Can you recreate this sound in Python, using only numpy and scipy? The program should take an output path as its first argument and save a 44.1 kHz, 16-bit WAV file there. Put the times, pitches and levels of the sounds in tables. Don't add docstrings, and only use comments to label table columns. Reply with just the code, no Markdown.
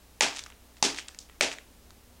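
import sys
import numpy as np
from scipy import signal
from scipy.fft import rfft, irfft
from scipy.io import wavfile
from scipy.ndimage import uniform_filter1d

SR = 44100
rng = np.random.default_rng(int(sys.argv[2]) if len(sys.argv) > 2 else 0)


def transcribe(signal):
    frames = np.atleast_2d(signal).T
    limited = np.clip(frames, -1, 1)
    pcm = np.round(limited * 32767).astype(np.int16)
    wavfile.write(sys.argv[1], SR, pcm)


def volts_from_decibels(level):
    exponent = np.asarray(level, float) / 20
    return 10 ** exponent


N = 97020


def curve(hz, table):
    table = np.array(table, float)
    return np.interp(np.log(np.maximum(hz, 1)), np.log(table[:, 0]), table[:, 1])


def ring(x, hz, width_hz):
    sharpness = max(hz / width_hz, 0.3)
    return signal.lfilter(*signal.iirpeak(hz, sharpness, fs=SR), x)


def highpass(x, order, hz):
    return signal.lfilter(*signal.butter(order, hz, "high", fs=SR), x)


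def colour(x, table):
    gain = volts_from_decibels(curve(np.fft.rfftfreq(2048, 1 / SR), table))
    cepstrum = irfft(np.log(gain))
    cepstrum[1:1024] *= 2
    cepstrum[1025:] = 0
    response = irfft(np.exp(rfft(cepstrum)))[:1024]
    return signal.fftconvolve(x, response)[:len(x)]


def unit(x):
    return x / np.sqrt(np.mean(x ** 2))


def grains(per_s, spread_db):
    happens = rng.random(N) < per_s / SR
    size = volts_from_decibels(spread_db * rng.exponential(size=N))
    return unit(happens * size * np.sign(rng.standard_normal(N)))


def walk(rate_hz):
    k = int(SR / rate_hz)
    return unit(uniform_filter1d(uniform_filter1d(rng.standard_normal(N), k), k))


def smacks(t):
    # start_s, palm_db, pack_db, foil_db, palm_pitch_hz
    smack_rows = [
        (.2078, -9, -2.5, -3.5, 875),
        (.826, -10.5, -12, 0, 883),
        (1.409, -11.5, -5, -7, 634),
    ]
    # pitch_hz, level_db, thud_db
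    crack_rows = [
        (2480, -2, -25.5),
        (6013, -4.5, -19.5),
        (2370, -0.5, -32),
    ]
    near = far = 0
    for (start, *levels_db, palm_hz), (crack_hz, crack_db, thud_db) in zip(smack_rows, crack_rows):
        age = np.maximum(t - start, 0)
        begun = t >= start
        # (pitch_hz, width_hz) of palm, pack and foil sheet
        parts = [(palm_hz, 0.88 * palm_hz), (2450, 1700), (4630, 4100)]

        def body(x):
            return sum(volts_from_decibels(db) * ring(x, hz, width) * np.sqrt(SR / 4 / width)
                       for db, (hz, width) in zip(levels_db, parts))

        contact = begun * np.exp(-np.maximum(age - 0.0019, 0) / 0.0003)
        settle = volts_from_decibels(-16) * begun * np.exp(-age / 0.005)
        burst = highpass((contact + settle) * rng.standard_normal(N), 2, 0.8 * palm_hz)

        crack = volts_from_decibels(crack_db) * contact * np.sin(2 * np.pi * crack_hz * age)
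        palm_tone = volts_from_decibels(-21.5) * begun * np.exp(-age / 0.0052) * np.sin(2 * np.pi * palm_hz * age)
        thud_s = 0.0034
        thud = volts_from_decibels(thud_db) * np.sin(np.pi * np.minimum(age / thud_s, 1))

        crunch_level = volts_from_decibels(-25.5 - 60 * age / 0.32) * np.minimum(age / 0.012, 1) ** 2
        crunch = body(crunch_level * grains(3000, 0.5))
        near = near + body(burst) + crack + palm_tone + crunch + thud

        blow = 1.0 * (np.arange(N) == int(start * SR))
        boom = 20 * volts_from_decibels(19 + thud_db) * ring(ring(blow, 336, 330), 336, 330)
        far = far + volts_from_decibels(19.5) * body(blow) + boom + crunch
    return near, far


def ticks():
    # start_s, foil_peak_db, pack_db (against foil), pack_pitch_hz, length_ms
    tick_rows = [(0.341, -34.5, -6.9, 1913, 0.76), (0.3636, -26.3, -8.3, 2678, 0.52),
                 (0.3707, -21.8, -12.5, 2368, 0.45), (0.3851, -26.0, -6.6, 2312, 0.38),
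                 (0.3923, -26.0, -1.6, 2191, 0.64), (0.4383, -25.8, -12.5, 2517, 0.33),
                 (0.4624, -35.9, -3.1, 1195, 0.55), (0.4667, -34.6, -0.3, 3098, 0.44),
                 (0.5018, -34.4, -4.1, 2326, 0.61), (0.5229, -50.8, 8.9, 1984, 0.62),
                 (0.7688, -45.0, -2.7, 2175, 0.73),
                 (0.8497, -12.9, -6.0, 2861, 0.78), (0.9462, -30.6, -3.4, 2230, 0.41),
                    (0.9624, -29.2, -2.0, 2454, 0.34), (0.9742, -26.7, 1.3, 2465, 0.3),
                    (0.9865, -24.0, 2.3, 2606, 0.45), (0.9944, -29.8, -6.5, 1696, 0.86),
                    (1.0003, -36.0, 2.7, 2952, 0.58), (1.0257, -41.1, -0.1, 2714, 0.5),
                    (1.0824, -35.4, -3.2, 1982, 0.25), (1.0847, -24.1, -15.4, 2255, 0.29),
                    (1.0902, -35.9, -7.9, 1407, 0.32), (1.1472, -33.1, -7.2, 2230, 0.27),
                    (1.1887, -20.8, -19.9, 3434, 0.29), (1.2895, -52.1, 1.4, 2365, 0.82),
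                    (1.2972, -46.1, 2.5, 1818, 0.44),
                 (1.5161, -28.2, 4.0, 2464, 0.26),
        (1.5277, -25.2, -3.3, 2986, 0.34),
        (1.5384, -29.5, -6.8, 1843, 0.35),
        (1.5852, -33.4, 0.9, 2423, 0.73),
        (1.9062, -40.3, -7.1, 1296, 0.25),
    ]
    length = 1024
    age = np.arange(length) / SR
    click = age == 0
    out = np.zeros((2, N + length))
    for start, foil_db, pack_db, pack_hz, ms in tick_rows:
        followers = volts_from_decibels(-6.5) * rng.standard_normal(length) * np.exp(-age / (ms / 1000))
        snap = np.array([click + followers, click * volts_from_decibels(2.5)])
        foil = highpass(ring(snap, 5000, 5000), 3, 3400)
        pack_width = 1.1 * pack_hz
        pack = ring(ring(snap, pack_hz, pack_width), pack_hz, pack_width)
        tick = foil / abs(foil[0]).max() + volts_from_decibels(pack_db) * pack / abs(pack[0]).max()
        i = int(start * SR)
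        out[:, i:i + length] += volts_from_decibels(foil_db + 5) * tick
    return out[:, :N]


def rustle(t):
    # start_s, length_s, level_db
    stretches = [
        (0.339, 0.074, -43),
        (.361, 0.0036, -48),
        (.368, 0.0056, -38),
        (.389, .008, -35),
        (0.77, 0.019, -59),
        (0.945, 0.081, -49),
        (0.977, 0.016, -36.5),
        (1.082, 0.0081, -47.5),
        (1.146, 0.0066, -61),
        (1.512, 0.028, -43),
    ]
    level = 0
    for start, length, db in stretches:
        hump = np.sin(np.pi * np.clip((t - start) / length, 0, 1))
        level = level + volts_from_decibels(db) * np.clip(2 * hump, 0, 1)
    return level * unit(ring(grains(2500, 3), 4000, 5000))


def room(x):
    # pitch_hz, fade_s
    fade_times = [(150, 0.14), (500, 0.35), (1500, 0.28), (4000, 0.25), (8000, 0.17), (13000, 0.27)]
    # pitch_hz, level_db, build_up_s, fade_s
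    low_notes = [(155.3, -4, 0.02, 0.38), (278.3, -10, .035, 0.39), (506, 4.5, 0.018, 0.11),
                 (634.3, 1, 0.045, 0.24)]
    age = np.arange(SR // 2) / SR
    early = volts_from_decibels(-11) * np.minimum(age / 0.0038, 1)
    late = np.maximum(age - 0.012, 0) / 0.0061
    build = np.clip(early + late, 0, 1) * volts_from_decibels(1.8 * walk(680)[:len(age)])

    tail = 0
    for hz in 120 * 2 ** np.arange(0, 7.2, 0.5):
        band = ring(rng.standard_normal(len(age)), hz, hz / 2)
        tail = tail + band * volts_from_decibels(-60 * age / curve(hz, fade_times))
    tail = tail * build

    modes = 0
    for hz, db, rise, fade in low_notes:
        swell = volts_from_decibels(db - 60 * age / fade) * np.minimum(age / rise, 1) ** 2
        modes = modes + swell * np.sin(2 * np.pi * hz * age)

    response = tail / np.sqrt(np.sum(tail ** 2)) + volts_from_decibels(-18) * modes / np.sqrt(np.sum(modes ** 2))
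    return signal.fftconvolve(x, volts_from_decibels(-10) * response)[:N]


def arm_and_chest(x):
    age = np.arange(512) / SR - 0.002
    echo = (age >= 0) * np.exp(-age / 0.0015) * rng.standard_normal(512)
    return signal.fftconvolve(x, volts_from_decibels(-10) * echo / np.sqrt(np.sum(echo ** 2)))[:N]


def tape_floor(t):
    # pitch_hz, level_db (per Hz)
    hiss_tone = [(25, -5.5), (80, -3), (140, -13), (260, -9), (500, -12), (1500, -20), (6000, -22.5),
                 (16000, -26.5)]
    # pitch_hz, level_db (rms)
    hum_notes = [(30, -66), (60, -61.5), (72, -72.5), (90, -71.5), (120, -75), (180, -75), (240, -71.5),
                 (300, -81)]
    noise = colour(rng.standard_normal(N), hiss_tone)
    rumble = signal.lfilter(*signal.butter(2, 500, fs=SR), noise)
    noise = unit(noise + rumble * (volts_from_decibels(2 * walk(4)) - 1))
    hum = 0
    for hz, db in hum_notes:
        level = volts_from_decibels(db + 1.65 * walk(12)) * np.sqrt(2)
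        hum = hum + level * np.sin(2 * np.pi * (hz * t + rng.random()))
    return volts_from_decibels(-58) * noise + hum


def scene():
    t = np.arange(N) / SR
    near, far = smacks(t)
    tick, tick_far = ticks()
    fine = rustle(t)
    direct = near + tick + fine
    return (direct + arm_and_chest(tick_far) + room(far + tick_far + fine))[None]


def top_cut(x):
    return signal.sosfilt(signal.butter(12, 16640, fs=SR, output="sos"), x)


def record(dry):
    # pitch_hz, level_db
    mic_tone = [(100, -8), (300, 2), (3000, -1.5), (7000, -0.5), (10000, -10.5), (12500, -20), (14500, -40),
                (17000, -28)]
    top = volts_from_decibels(-10.5)
    heard = colour(top * np.tanh(dry[0] / top), mic_tone)
    mix = heard + tape_floor(np.arange(N) / SR)
    steep_lowpass = signal.ellip(10, 0.2, 60, 15950, fs=SR, output="sos")
    mix = signal.sosfilt(steep_lowpass, mix)
    return top_cut(mix[None])


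dry = scene()
out = record(dry)
transcribe(out)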